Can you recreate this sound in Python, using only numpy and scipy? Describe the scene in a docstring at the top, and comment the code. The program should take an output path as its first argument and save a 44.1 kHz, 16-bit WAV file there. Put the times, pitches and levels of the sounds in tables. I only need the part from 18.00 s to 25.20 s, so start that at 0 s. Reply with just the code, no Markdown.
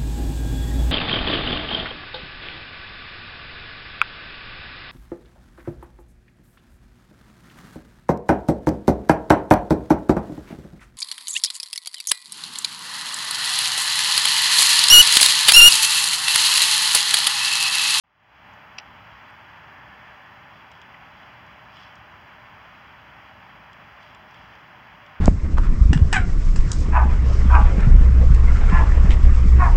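"""Open air under a silent, soaring hawk, heard from a hand-held camcorder.
Turbulence in far trees makes a steady rush; distant engines and tyres rumble, and one vehicle whines by.
A control on the camera snaps once, ringing the plastic casing, which also ticks and rubs faintly
by stick-slip friction in the hand that follows the bird.
The camera fades its sound in, hisses a little and has narrow notches in the treble."""
import sys
import numpy as np
from scipy import signal
from scipy.fft import rfft, irfft
from scipy.io import wavfile

SR = 44100
rng = np.random.default_rng(int(sys.argv[2]) if len(sys.argv) > 2 else 0)


def master_out(mix):
    """Clip the mix to full scale and print it as 16-bit PCM to the path in sys.argv[1]."""
    frames = np.transpose(np.atleast_2d(mix))
    ceiling = np.clip(frames, -1, 1)
    pcm = np.round(ceiling * 32767).astype(np.int16)
    wavfile.write(sys.argv[1], SR, pcm)


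N = 317520


def wind(gust_db=-48, ease_from_s=0.55, ease_db_per_s=0.0759, split_hz=1300,
         upper_db=1.9, dulling=1.73, flutter_db=0.5):
    """Turbulence in far trees radiates broadband noise; it eases and dulls a little, its top flutters."""
    # spectrum of the rush: frequency_hz, relative_db
    rush_spectrum = [(200, -25.5), (520, -13), (600, -0.5), (680, -6), (770, 0.5), (1030, 0.5),
                     (1250, -1.5), (1750, -2), (2400, -7), (3350, -10.5), (4100, -17.5), (5300, -26),
                     (5900, -31.5), (7000, -37)]
    rush = noise(rush_spectrum)
    lower = low_pass(rush, split_hz, order=1)
    easing_db = -ease_db_per_s * np.maximum(seconds() - ease_from_s, 0)
    upper = (rush - lower) * from_db(upper_db + dulling * easing_db + flutter_db * drift(4.5))
    return from_db(gust_db + easing_db) * (lower + upper)


def traffic(rumble_db=-56, waver_db=0.6):
    """Far engines and tyres add incoherently into a steady rumble with a faint narrow-band drone."""
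    # spectrum of the rumble: frequency_hz, relative_db
    rumble_spectrum = [(20, -25), (38, -22.5), (46, -11), (58, 0), (74, -2.5), (105, 0.5), (135, -2),
                       (180, -3), (260, -7.5), (300, -10), (480, -15), (900, -27.5)]
    # bands of the drone: centre_hz, width_hz, level_db
    drone_bands = [(118.8, 5, -69), (179, 8.9, -81.5)]
    drone = sum(from_db(db) * rms_one(resonance(rng.standard_normal(N), hz, width_hz))
                for hz, width_hz, db in drone_bands)
    return from_db(rumble_db + waver_db * drift(3)) * noise(rumble_spectrum) + drone


def passing_vehicle(nearest_s=1.85, passing_s=0.3, peak_db=-54.5, roar_gain_db=-3):
    """Spherical spreading: the whine and roar of passing tyres fall inversely with distance."""
    def band(hz, width_hz):
        return rms_one(resonance(resonance(rng.standard_normal(N), hz, width_hz), hz, width_hz))
    whine = band(hz=1720, width_hz=380)
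    roar = from_db(roar_gain_db) * band(hz=900, width_hz=600)
    distance = np.hypot(1, (seconds() - nearest_s) / passing_s)   # 1 at the closest approach
    return from_db(peak_db) / distance * (whine + roar)


def control_snap(top_hz=6300, gain_db=-4.5):
    """Impacts excite the modes of the plastic casing as a control gives, strikes its stop and bounces."""
    # contacts of the control: start_s, relative_db, edge_gain_db, t60_s
    contacts = [(0.7819, -36, -26, 0.013), (0.7845, -23.5, -23.5, 0.019), (0.788, -36, -36, .011),
                (0.7986, -35.5, -32, 0.011)]
    # modes of the casing: centre_hz, width_hz, gain_db
    modes = [(1080, 300, -6.5), (1980, 420, -2), (2830, 650, 1.5), (4100, 770, -3), (4900, 1000, -4.5),
             (5870, 330, -8)]

    def casing(x):
        ringing = sum((-1) ** k * from_db(db) * resonance(x, hz, width_hz)
                      for k, (hz, width_hz, db) in enumerate(modes))
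        return low_pass(ringing, top_hz, order=8)
    out = np.zeros(N)
    for start_s, db, edge_db, t60_s in contacts:
        add_contact(out, start_s, db + gain_db, t60_s,
                    lambda x: casing(x) + from_db(edge_db) * edge_crack(x))
    return out


def casing_ticks(gain_db=-3, crack_db=-7, shell_db=6):
    """Each slip of a gripped seam excites a body resonance; sharp ones crack and ring the thin shell."""
    # slips of the seams: start_s, relative_db, body_hz, relative_edge_db, t60_s
    slips = [(.536, -61, 5500, -7, .015), (1.303, -65, 8160, -3, .015), (2.716, -47, 3640, -15, 0.022),
             (2.816, -42.5, 3500, -20, .018), (2.943, -40, 1950, -40, 0.022),
             (3.23, -46.5, 3120, -40, 0.017), (3.465, -62, 4700, -25, .02), (3.768, -44, 3220, -21, .02),
             (3.955, -52, 5300, 14, 0.012), (5.731, -46, 3520, -10, 0.015), (6.147, -47, 3380, -16, 0.021),
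             (6.309, -59, 5100, -20, .02), (6.343, -46, 3250, -22, .03), (6.553, -60, 5000, -20, .02),
             (7.063, -49.5, 3330, -19, 0.018)]
    out = np.zeros(N)
    for start_s, db, body_hz, edge_db, t60_s in slips:
        def colour(x):
            body = resonance(x, body_hz, width_hz=0.12 * body_hz)
            body = low_pass(body, min(1.78 * body_hz, 9000), order=6)
            shell = low_pass(resonance(x, hz=4700, width_hz=1300), 7000, order=6)
            return body + from_db(edge_db + crack_db) * (edge_crack(x) + from_db(shell_db) * shell)
        add_contact(out, start_s, db + gain_db, t60_s, colour)
    return out


def hand_rub(attack_db_per_s=232, release_db_per_s=170, grain_db=2.0, gain_db=-0.1):
    """Stick-slip friction of skin on plastic: each stroke is a grainy whisper that swells, holds, dies."""
    # strokes of the hand: middle_s, relative_db, hold_s
    strokes = [(2.565, -60, .02), (2.744, -61, .03), (3.2, -62, .02), (3.8, -50, 0.059),
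               (6.065, -56.5, 0.07), (6.376, -61.5, 0.15), (6.545, -62, .03)]
    # spectrum of the friction: frequency_hz, relative_db
    friction_spectrum = [(1500, -31), (3300, 13), (4000, 3), (5200, -1), (6500, -18), (7500, -22),
                         (9000, -23), (11000, -48)]
    t, envelope = seconds(), 0
    for middle_s, db, hold_s in strokes:
        early_s = np.maximum(middle_s - hold_s / 2 - t, 0)
        late_s = np.maximum(t - middle_s - hold_s / 2, 0)
        envelope += from_db(db + gain_db - attack_db_per_s * early_s - release_db_per_s * late_s)
    return envelope * rms_one(noise(friction_spectrum) * from_db(grain_db * drift(90)))


def edge_crack(x, hz=6900, width_hz=2600, top_hz=9100):
    """Hard plastic edges meet so briefly that they excite a broad treble band."""
    return low_pass(resonance(resonance(x, hz, width_hz), hz, width_hz), top_hz, order=10)


def add_contact(out, start_s, level_db, t60_s, colour):
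    """Add an exponentially damped friction burst; level_db is its energy averaged over t60_s / 4."""
    t = np.arange(SR // 8) / SR
    burst = colour(rng.choice([-1., 1.], len(t)) * from_db(-60 * t / t60_s))
    burst *= from_db(level_db) * np.sqrt(t60_s * SR / 4 / np.sum(burst ** 2))
    start = int(start_s * SR)
    out[start:start + len(t)] += burst[:N - start]


def noise(spectrum, skirt_db_per_octave=40):
    """Spectral shaping of white noise to unit rms, rolling off beyond the ends of the spectrum."""
    points_hz, level_db = np.transpose(spectrum)
    octave, points = np.log2(np.fft.rfftfreq(N, 1 / SR) + 1e-3), np.log2(points_hz)
    octaves_outside = np.abs(octave - np.clip(octave, points[0], points[-1]))
    gain = from_db(np.interp(octave, points, level_db) - skirt_db_per_octave * octaves_outside)
    return rms_one(irfft(rfft(rng.standard_normal(N)) * gain, N))


def drift(rate_hz):
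    """Random fluctuation of unit rms, mostly slower than rate_hz."""
    hz = np.fft.rfftfreq(N, 1 / SR)
    return rms_one(irfft(rfft(rng.standard_normal(N)) / (1 + (hz / rate_hz) ** 2), N))


def resonance(x, hz, width_hz):
    """A damped oscillator: two poles, unit gain at the peak."""
    radius = np.exp(-np.pi * width_hz / SR)
    feedback = [1, -2 * radius * np.cos(2 * np.pi * hz / SR), radius ** 2]
    return signal.lfilter(np.array([1, 0, -1]) * (1 - radius ** 2) / 2, feedback, x)


def low_pass(x, hz, order=2):
    """Maximally flat low-pass filter."""
    return signal.sosfilt(signal.butter(order, min(hz, .45 * SR), fs=SR, output="sos"), x)


def from_db(db):
    """Decibels to amplitude ratio."""
    return 10 ** (np.asarray(db) / 20)


def rms_one(x):
    """Scale to unit rms."""
    return x / np.sqrt(np.mean(x ** 2) + 1e-20)


def seconds():
    """The time of every sample."""
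    return np.arange(N) / SR


def scene():
    """Superposition of the distant sources and the close camera body, in one channel."""
    return (traffic() + wind() + passing_vehicle() + control_snap() + casing_ticks() + hand_rub())[None]


def record(dry, hiss_db=-77.5, open_s=0.037, fade_end_s=0.47, fade_depth_db=23.5, cutoff_hz=15800):
    """The camera's signal chain: preamplifier noise, notches, a fade-in linear in dB, a band limit."""
    # spectrum of the preamplifier noise: frequency_hz, relative_db
    hiss_spectrum = [(5000, -37), (7500, -14), (8800, -6.5), (10200, -14.5), (12000, -6), (15700, 1)]
    # treble stop bands: centre_hz, width_hz
    notches = [(3650, 320), (3740, 376), (4185, 170), (4315, 345), (7970, 820)]
    x = dry + from_db(hiss_db) * noise(hiss_spectrum)
    for hz, width_hz in notches:
        x = signal.lfilter(*signal.iirnotch(hz, hz / width_hz, fs=SR), x)
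    t = seconds()
    fade = (t >= open_s) * from_db(np.interp(t, [open_s, fade_end_s], [-fade_depth_db, 0]))
    return signal.sosfilt(signal.ellip(12, .1, 70, cutoff_hz, fs=SR, output="sos"), x * fade)


dry = scene()
out = record(dry)
master_out(out)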